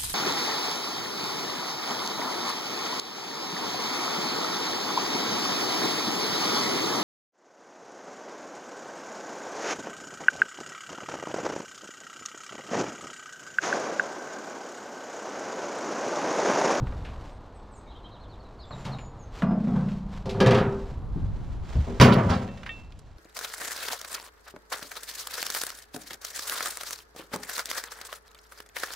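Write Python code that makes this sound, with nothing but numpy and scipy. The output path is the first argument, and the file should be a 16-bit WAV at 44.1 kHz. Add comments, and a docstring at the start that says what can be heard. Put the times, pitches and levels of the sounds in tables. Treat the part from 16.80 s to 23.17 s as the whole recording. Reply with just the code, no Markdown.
"""A steel wheelbarrow is hoisted overhead in a field, clatters as it is turned, and crashes onto rubbish on a trailer.
Each blow sums decaying tray and panel modes with chattering sheet steel; one tray mode hums as it is dragged.
The load thuds, crunches and scrapes in swings and gritty noise; a loose metal piece clinks in dying sines.
Around it: rustling steps and clothes in grainy noise, small birds in gliding sines,
light wind and a distant hum of traffic in shaped noise."""
import sys
import numpy as np
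from scipy import signal
from scipy.fft import rfft, irfft, next_fast_len
from scipy.io import wavfile
from scipy.ndimage import uniform_filter1d

SR = 44100
rng = np.random.default_rng(int(sys.argv[2]) if len(sys.argv) > 2 else 0)


def materialize(psi):
    """Save the field psi as 16-bit PCM at rate SR to the path in sys.argv[1].

    A 1-D psi becomes a single channel; in a 2-D psi each row is a channel.
    """
    bounded = np.clip(np.atleast_2d(psi).T, -1, 1)
    quanta = np.round(bounded * 32767).astype(np.int16)
    wavfile.write(sys.argv[1], SR, quanta)


N = 280999
TIME = np.arange(N) / SR
TAIL = TIME[:3 * SR // 2]  # the longest a struck sound may ring


def amp(db):
    """Decibels to gain."""
    return 10 ** (np.asarray(db) / 20)


def unit(x):
    """Scales to an rms of one."""
    return x / np.sqrt(np.mean(x ** 2) + 1e-20)


def read(points, hz):
    """Reads a spectrum table on a log-frequency axis."""
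    f, value = np.transpose(points)
    return np.interp(np.log(hz + 1), np.log(f + 1), value)


def level(curve):
    """Gain at every sample from rows (time [s], level [dB])."""
    return amp(np.interp(TIME, *np.transpose(curve)))


def add(mix, s, sound):
    """Mixes a sound in at s seconds."""
    part = mix[max(round(s * SR), 0):][:len(sound)]
    part += sound[:len(part)]


def colour(x, points):
    """Filters by a spectrum table."""
    size = next_fast_len(len(x))
    gain = amp(read(points, np.fft.rfftfreq(size, 1 / SR)))
    return irfft(rfft(x, size) * gain, size)[:len(x)]


def band(x, hz, spread):
    """A broad band from hz / spread to hz * spread."""
    edges = [hz / spread, hz * spread]
    return signal.sosfilt(signal.butter(2, edges, "band", fs=SR, output="sos"), x)


def grains(size, spread_db):
    """Noise made of tiny contacts of very uneven strength."""
    strength_db = spread_db * np.minimum(rng.exponential(1, size), 5)
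    return unit(rng.standard_normal(size) * amp(strength_db))


def waver(length, size):
    """Slow chance, smoothed over size samples."""
    return unit(uniform_filter1d(rng.standard_normal(length), size=size))


def ringing(modes):
    """One dying sine for each mode, neighbours in opposite sign."""
    sines = []
    for k, (hz, db, t60) in enumerate(modes):
        sines.append((-1) ** k * amp(db - 60 * TAIL / t60) * np.sin(2 * np.pi * hz * TAIL))
    return np.array(sines)


# blows on the barrow: (time [s], strength [dB], centre of the boom [Hz], hardness as a cut-off [Hz])
BLOWS = [(2.621, -25.5, 180.6, 1200), (2.707, -29.5, 320, 880), (2.872, -27.5, 188.4, 680),
         (2.953, -29, 156, 930), (3.457, -32.5, 176, 830), (3.545, -32.5, 134, 1050),
         (5.072, -29, 308, 584), (5.200, -14.5, 122, 3630), (5.211, -12.5, 191, 4560),
         (5.236, -21, 270, 5030), (5.258, -27, 233, 2600), (5.320, -37, 292, 4030), (5.358, -23, 181, 1300),
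         (5.380, -26.5, 149, 2140), (5.497, -26, 204, 4270)]
# turned overhead, the tray rocks against its frame, left and right in turn, rebounding ever sooner
RATTLE_S, REBOUND_S, REBOUND_SHRINK = 3.603, 0.058, 0.8  # start, first gap, ratio of each gap to the last
# loss and softening grow with the square of the rebound's number
RATTLE_DB, RATTLE_HARD_HZ, REBOUND_LOSS_DB, REBOUND_SOFTEN = -20, 4070, 0.49, 0.99
# the boom on either side of the rocking tray: (centre [Hz])
RATTLE_BOOM_HZ = [184, 114]


def blows():
    """All blows, including the tray's rebounds, which die faster and faster as the rocking collapses."""
    gaps = REBOUND_S * REBOUND_SHRINK ** np.arange(5)
    times = RATTLE_S + np.cumsum(np.r_[0, gaps])
    rattle = []
    for n, s in enumerate(times):
        db = RATTLE_DB - REBOUND_LOSS_DB * n ** 2
        hard_hz = RATTLE_HARD_HZ * REBOUND_SOFTEN ** n ** 2
        rattle.append((s, db, RATTLE_BOOM_HZ[n % 2], hard_hz))
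    return BLOWS + rattle


# the tray's panels ringing: (frequency [Hz], level [dB])
PANEL_MODES = [(393, 3.5), (418, -3), (492, -4), (521, 0), (803, -11), (897, -11), (952, -10), (1163, -9),
               (1647, -13), (1703, -15)]
LOWEST_PANEL_T60_S, PANEL_WAVER_HZ = 0.6, 7.5


def panels():
    """The panel modes waver in pitch as the tray flexes; the higher ones die sooner."""
    hz, db = np.transpose(PANEL_MODES)[:, :, None]
    pitch = hz + PANEL_WAVER_HZ * np.array([waver(len(TAIL), size=500) for _ in PANEL_MODES])
    t60 = LOWEST_PANEL_T60_S * np.sqrt(hz[0] / hz)
    return amp(db - 60 * TAIL / t60) * np.sin(2 * np.pi * np.cumsum(pitch, axis=1) / SR)


# the crowd of higher sheet modes: (frequency [Hz], relative level per Hz [dB])
SHEET = [(50, -6.5), (130, 11), (300, 2.5), (1100, 0), (1800, -4.5), (2800, -8.5), (4500, -9), (6500, -16),
         (9000, -29), (12500, -23), (15500, -37)]
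# how long the sheet modes ring: (frequency [Hz], t60 [s])
SHEET_T60 = [(500, 0.78), (1200, 0.57), (5000, 0.18), (12000, 0.54)]


def sheet_response():
    """Countless close modes of thin steel, each band dying at its own rate."""
    crowd = unit(colour(rng.standard_normal(len(TAIL)), SHEET))
    hz, t, z = signal.stft(crowd, SR, nperseg=512)
    decay = amp(-60 * t / read(SHEET_T60, hz)[:, None])
    return signal.istft(z * decay, SR, nperseg=512)[1][:len(TAIL)]


# the whole tray flexing, before the hold damps it: (frequency [Hz], level [dB], t60 [s])
BOOM = [(122.2, 4, 0.66), (151.4, -4.5, 1.26), (185, -2.5, 1.45), (206.5, -1, 1.5), (241.3, 5.5, 0.99)]
# how the barrow is held (in the arms, overhead, coming down) decides how it answers a blow:
# (from time [s], boom added to strength [dB], ring added to strength [dB], boom damping [dB per s])
HOLDS = [(0, 8, -21, 6.3), (3.3, 1.5, 0, 28), (4.9, 0, -12.5, 40)]


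def barrow(boom_octaves=0.23, boom_rise=0.0013, ring_rise=0.0089, strike_spread=0.12,
           first_touch=0.86, rattle_db=0.5, chatter=0.0096):
    """Each blow flexes the tray, rings its panels and chatters on the sheet steel."""
    out, boom = np.zeros(N), ringing(BOOM)
    mode_hz = np.array(BOOM)[:, 0]
    sheets = [sheet_response() for _ in range(4)]
    t = TIME[:SR // 8]
    for k, (s, strength_db, boom_hz, hard_hz) in enumerate(blows()):
        _, boom_db, ring_db, damping = [hold for hold in HOLDS if hold[0] <= s][-1]
        # where the blow lands decides which modes answer
        share = np.exp(-0.5 * (np.log2(mode_hz / boom_hz) / boom_octaves) ** 2)
        low = amp(strength_db + boom_db - damping * TAIL) * (share @ boom)
        low *= 1 - np.exp(-TAIL / boom_rise)
        strikes = 1 + strike_spread * rng.standard_normal(len(PANEL_MODES))
        ring = amp(strength_db + ring_db) * (strikes @ panels())
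        ring *= 1 - np.exp(-TAIL / ring_rise)
        # one firm touch, then a dying chatter of lighter ones
        force = grains(len(t), 6.36) * np.exp(-t / chatter)
        force /= np.linalg.norm(force)
        force[0] += first_touch
        force /= np.linalg.norm(force)
        clatter = amp(strength_db) * signal.fftconvolve(force, sheets[k % len(sheets)])[:len(TAIL)]
        # loose parts lift off and touch again, so the clatter comes in lumps
        lumps = waver(len(TAIL), size=350)
        clatter *= amp(rattle_db * lumps * np.minimum(TAIL / chatter / 2, 1))
        # a soft contact cannot excite the treble
        contact = signal.butter(2, hard_hz, fs=SR, output="sos")
        add(out, s, low + signal.sosfilt(contact, ring + clatter))
    return out


# the tray hums on one mode as it is dragged up off the pile: (time [s], level [dB])
DRAG = [(2.63, -36), (2.70, -43), (2.84, -20.5), (2.89, -22.5), (3.04, -30.5), (3.45, -66)]
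DRAG_START_HZ, DRAG_SAG_HZ_PER_S = 211, 15.97


def drag(wander=0.026):
    """Friction keeps one tray mode humming; its pitch sags and wavers."""
    start, end = DRAG[0][0], DRAG[-1][0]
    sagging_hz = DRAG_START_HZ - DRAG_SAG_HZ_PER_S * (TIME - start)
    hz = sagging_hz * (1 + wander * waver(N, size=600))
    hum = np.sin(2 * np.pi * np.cumsum(hz) / SR)
    return hum * level(DRAG) * (TIME > start) * (TIME < end)


# steel sliding over the rubbish: (start [s], length [s], level [dB], centre [Hz])
SCRAPES = [(5.321, 0.017, -33.5, 3380), (5.484, 0.06, -32.5, 1060), (5.491, 0.063, -45.5, 3970)]
SCRAPE_ATTACK_S, SCRAPE_RELEASE_S = 0.0045, 0.014


def scrapes(spread=1.3, grain_db=4):
    """Short gritty slides that start, hold and stop."""
    out, t = np.zeros(N), TIME[:SR // 2]
    for s, length, db, hz in SCRAPES:
        slide = np.minimum(t / SCRAPE_ATTACK_S, 1)
        slide *= np.exp(-np.maximum(t - length, 0) / SCRAPE_RELEASE_S)
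        grit = unit(band(grains(len(t), grain_db), hz, spread))
        add(out, s, amp(db) * slide * grit)
    return out


# dull knocks and thuds of handling, wind buffets and the trailer bed:
# (time [s], level [dB], frequency [Hz], t60 [s])
THUDS = [(0.02, -17, 132.4, 0.092), (2.62, -18, 1343, 0.025), (2.705, -29.5, 513, 0.026),
         (3.573, -21.5, 115, 0.31), (4.356, -25.5, 168, 0.23), (4.422, -24.5, 96.4, 0.41),
         (4.954, -12, 71, 0.25), (5.202, -4, 93, 0.18), (5.233, -16, 128, 0.076), (5.437, -17, 97.7, 0.58)]
# heavy steps into the undergrowth, which also crunch: (time [s], level [dB])
STEPS = [(1.907, -38.5), (2.05, -32.5)]
STEP_HZ, STEP_T60_S = 132, 0.95


def thuds(rise=0.004, loose=0.75, spread=1.6):
    """A low swing that dies away, with an irregular rumble around it."""
    out = np.zeros(N)
    footfalls = [(s, db, STEP_HZ, STEP_T60_S) for s, db in STEPS]
    for s, db, hz, t60 in THUDS + footfalls:
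        rumble = unit(band(rng.standard_normal(len(TAIL)), hz, spread))
        swing = np.sin(2 * np.pi * hz * TAIL) + loose * rumble
        add(out, s, swing * amp(db - 60 * TAIL / t60) * (1 - np.exp(-TAIL / rise)))
    return out


# snaps and clacks of twigs, the frame and brittle rubbish:
# (time [s], level [dB], centre [Hz], t60 [s])
SNAPS = [(.070, -40, 1100, 0.063), (.122, -46, 1200, 0.063), (.249, -44.5, 1980, 0.28),
         (1.907, -38, 835, 0.071), (2.051, -40.5, 2980, 0.17), (2.185, -46, 1930, .16),
         (2.621, -51, 2600, 0.045), (3.085, -45, 2100, .09), (3.118, -50, 2350, 0.055),
         (3.457, -48, 3300, 0.2), (3.493, -39.5, 2940, 0.24), (5.1995, -4, 1770, 0.0043),
         (5.211, -35, 11000, 0.21), (5.338, -37.5, 11000, 0.028), (5.773, -50, 2840, .07),
         (5.832, -38.5, 1600, .05), (5.862, -32.5, 1510, 0.093), (6.122, -50, 2500, 0.031),
         (6.190, -53, 5860, 0.038)]
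# the crack at the point of contact; its level is relative to the blow, its pitch a share of the hardness
CRACK_DB, CRACK_T60_S, CRACK_PITCH = -10, 0.13, 0.78
# the crunch under each step; its level is relative to the step
CRUNCH_DB, CRUNCH_HZ, CRUNCH_T60_S = -6.5, 695, 0.85


def cracks():
    """Everything brittle: snaps, the contact of each blow and the crunch of each step."""
    contacts = [(s, db + CRACK_DB, CRACK_PITCH * hard_hz, CRACK_T60_S) for s, db, _, hard_hz in blows()]
    crunches = [(s, db + CRUNCH_DB, CRUNCH_HZ, CRUNCH_T60_S) for s, db in STEPS]
    return SNAPS + contacts + crunches


def snaps(spread=1.588, grain_db=4):
    """Sprays of brittle cracks: grainy noise in a band, dying away."""
    out, t = np.zeros(N), TIME[:SR // 2]
    for s, db, hz, t60 in cracks():
        spray = unit(band(grains(len(t), grain_db), hz, spread))
        add(out, s, spray * amp(db - 60 * t / t60))
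    return out


# the tubular frame striking the load: (time [s], level [dB])
CLANKS = [(5.214, -28), (5.317, -42), (5.535, -48)]
# the frame's modes: (frequency [Hz])
FRAME_HZ = [2257, 2862, 3129, 3900, 4480, 5200]
FRAME_T60_S = 0.24


def clanks():
    """The tubular frame strikes the load, its modes answering in a different balance each time."""
    out = np.zeros(N)
    for s, db in CLANKS:
        modes = ringing([(hz, db, FRAME_T60_S) for hz in FRAME_HZ])
        add(out, s, rng.uniform(0.35, 1, len(FRAME_HZ)) @ modes)
    return out


# a loose metal piece touching: (time [s], level [dB])
CLINKS = [(5.687, -50.5), (5.773, -54), (5.892, -35)]
# its modes: (frequency [Hz], level [dB], t60 [s])
CLINK_MODES = [(1249, -11, .13), (1841, 4, .09), (2272, -5, .1), (2681, -1, .4), (3160, -5, .1),
               (3575, -8, .2)]


def clinks():
    """The loose piece taps twice, then strikes and rings on its own modes."""
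    out, ring = np.zeros(N), ringing(CLINK_MODES).sum(0)
    for s, db in CLINKS:
        add(out, s, amp(db) * ring)
    return out


# rustles of clothes and dry grass, one for each movement: (start [s], length [s], level [dB])
RUSTLE = [(0, 0.5, -54), (1.902, 0.23, -49), (2.507, 0.089, -42.5), (2.747, 0.43, -53), (3.259, 0.12, -49),
          (3.48, 0.64, -52), (4.286, 0.65, -58.5), (4.825, 0.8, -48), (5.297, 0.69, -53.5)]
RUSTLE_ATTACK_S, RUSTLE_RELEASE_S, RUSTLE_REST_DB = 0.094, 0.042, -61.5


def movement():
    """Each movement swells, holds and dies away, over a faint stir."""
    swells = np.zeros(N)
    for s, length, db in RUSTLE:
        attack = np.clip((TIME - s) / RUSTLE_ATTACK_S, 0, 1)
        release = np.exp(-np.maximum(TIME - s - length, 0) / RUSTLE_RELEASE_S)
        swells += amp(db) * attack * release
    return np.hypot(amp(RUSTLE_REST_DB), swells)


# tone of cloth and grass: (frequency [Hz], relative level per Hz [dB])
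RUSTLE_COLOUR = [(200, 15.5), (900, 14), (2000, 7), (4000, 3), (7500, -5.5), (9500, -16.5), (12500, -22.5),
                 (15000, -9.5)]


def rustle(grain_db=4):
    """Fine crackle that comes in clumps as cloth and stalks rub."""
    clumps = amp(1.4 * waver(N, size=600))
    return movement() * unit(colour(grains(N, grain_db) * clumps, RUSTLE_COLOUR))


def note(length, start_hz, end_hz, bend, unsteady):
    """One bird note: a glide that comes early (bend under 1) or late (bend over 1)."""
    u = np.linspace(0, 1, round(length * SR))
    glide = start_hz + (end_hz - start_hz) * u ** bend
    hz = glide * (1 + unsteady * waver(len(TAIL), size=200)[:len(u)])
    return np.sin(2 * np.pi * np.cumsum(hz) / SR) * np.sin(np.pi * u) ** 0.5


# a small bird's run of hooked notes that hold, then drop: (time [s], top [Hz], level [dB])
SONG = [(1.069, 3850, -57), (1.140, 3750, -59.5), (1.227, 4060, -58.5), (1.308, 4060, -55),
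        (1.398, 4220, -57.5), (1.491, 4350, -58)]
HOOK_S, HOOK_END_HZ, HOOK_BEND = 0.066, 2550, 3
# short wavering pips among them: (time [s], frequency [Hz], level [dB])
PIPS = [(1.06, 2220, -60), (1.101, 4060, -57), (1.148, 3180, -55), (1.242, 3190, -50), (1.594, 4330, -60),
        (1.642, 4020, -60)]
# the closing flourish of down-slurred notes: (time [s], end [Hz], level [dB])
FLOURISH = [(1.790, 3990, -51.5), (1.812, 4450, -58), (1.826, 3340, -52.5), (1.909, 3730, -46.5),
            (2.117, 3740, -46)]
PIP_S, SLUR_S, SLUR_DROP_HZ = 0.028, 0.036, 900
# thin high whistles of a second bird: (time [s], length [s], start [Hz], end [Hz], level [dB])
WHISTLES = [(0.477, 0.093, 8300, 8500, -75), (0.743, 0.048, 8400, 7770, -66),
            (0.912, 0.076, 8540, 6030, -62), (0.955, 0.049, 8730, 7700, -62),
            (1.85, .25, 7550, 7000, -64.5), (2.17, 0.12, 7120, 6840, -59),
            (2.388, 0.064, 6950, 6160, -58.5), (2.65, 0.12, 5100, 5080, -71.5)]


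def birds(echo_db=-3, echo_t60=0.28, warble=0.0314, whistle_warble=0.0052):
    """A warbled phrase and thin, pure high whistles, scattered by the hedges."""
    out = np.zeros(N)
    for s, hz, db in SONG:
        add(out, s, amp(db) * note(HOOK_S, hz, HOOK_END_HZ, HOOK_BEND, warble))
    for s, hz, db in PIPS:
        add(out, s, amp(db) * note(PIP_S, hz, hz, 1, warble))
    for s, hz, db in FLOURISH:
        add(out, s, amp(db) * note(SLUR_S, hz + SLUR_DROP_HZ, hz, 0.46, warble))
    for s, length, start_hz, end_hz, db in WHISTLES:
        add(out, s, amp(db) * note(length, start_hz, end_hz, 1, whistle_warble))
    hedges = rng.standard_normal(len(TAIL)) * amp(-60 * TAIL / echo_t60)
    return out + amp(echo_db) * signal.fftconvolve(out, hedges / np.linalg.norm(hedges))[:N]


# wind on the microphone: (time [s], level [dB])
WIND = [(0, -29.5), (.8, -49), (1.7, -44.5), (2.45, -43.5), (3.5, -39), (4.45, -32.5), (5.4, -40.5),
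        (6.37, -47.5)]
# wind that differs between the two ports: (time [s], level [dB])
EDDIES = [(2.5, -69), (4.0, -59), (4.4, -34), (5.1, -45.5), (5.7, -56)]
# tone of both: (frequency [Hz], relative level per Hz [dB])
WIND_COLOUR = [(10, -11.5), (40, 0), (100, -7.5), (400, -31), (1500, -73)]


def wind(curve):
    """Low buffets of moving air: dark noise that swells along a level curve."""
    return level(curve) * unit(colour(rng.standard_normal(N), WIND_COLOUR))


# far traffic and open air: (time [s], level [dB])
AIR = [(0, -45), (.6, -51), (4.4, -51.5), (6.37, -63.5)]
# its tone: (frequency [Hz], relative level per Hz [dB])
AIR_COLOUR = [(30, -39), (200, 17.5), (1000, 14.5), (1600, 3), (2600, -14.5), (4200, -9), (8000, -60),
              (15000, -44.5)]


def far_traffic():
    """Many distant sources blur into a smooth hum of shaped noise."""
    return level(AIR) * unit(colour(rng.standard_normal(N), AIR_COLOUR))


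# how far the barrow is off to the right: (time [s], level of the side signal [dB])
SWING = [(2.5, -43), (3.8, -12), (4.9, -1.5)]
# stereo width of the handling: (frequency [Hz], side level [dB])
WIDTH = [(120, -32.5), (380, -13.5), (1300, -5), (2400, -11.5), (9000, -2.5)]


def scene(scatter_s=0.0014, lean=0.23):
    """The sounds start straight ahead; as the barrow swings right they lean that way and scatter off the load."""
    handling = barrow() + drag() + scrapes() + thuds() + snaps() + clanks() + clinks() + rustle()
    t = TIME[:SR // 20]
    clutter = rng.standard_normal(len(t)) * np.exp(-t / scatter_s)
    scattered = signal.oaconvolve(handling, clutter / np.linalg.norm(clutter))[:N]
    side = level(SWING) * colour(scattered - lean * handling, WIDTH)
    # eddies press on the two microphone ports unequally
    side += wind(EDDIES)
    mid = handling + birds() + wind(WIND) + far_traffic()
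    return np.array([mid + side, mid - side])


# the microphone's response: (frequency [Hz], gain [dB])
MICROPHONE = [(9000, 0), (12800, 2), (15000, -18)]
EDGE_HZ = 15400


def record(dry):
    """The microphone colours the top octave and rounds off the highest peaks; then the band limit."""
    heard = np.array([colour(channel, MICROPHONE) for channel in dry])
    rounded = heard / (1 + heard ** 6) ** (1 / 6)
    band_limit = signal.firwin(511, EDGE_HZ, window=("kaiser", 9), fs=SR)
    return signal.oaconvolve(rounded, band_limit[None], "same")


dry = scene()
out = record(dry)
materialize(out)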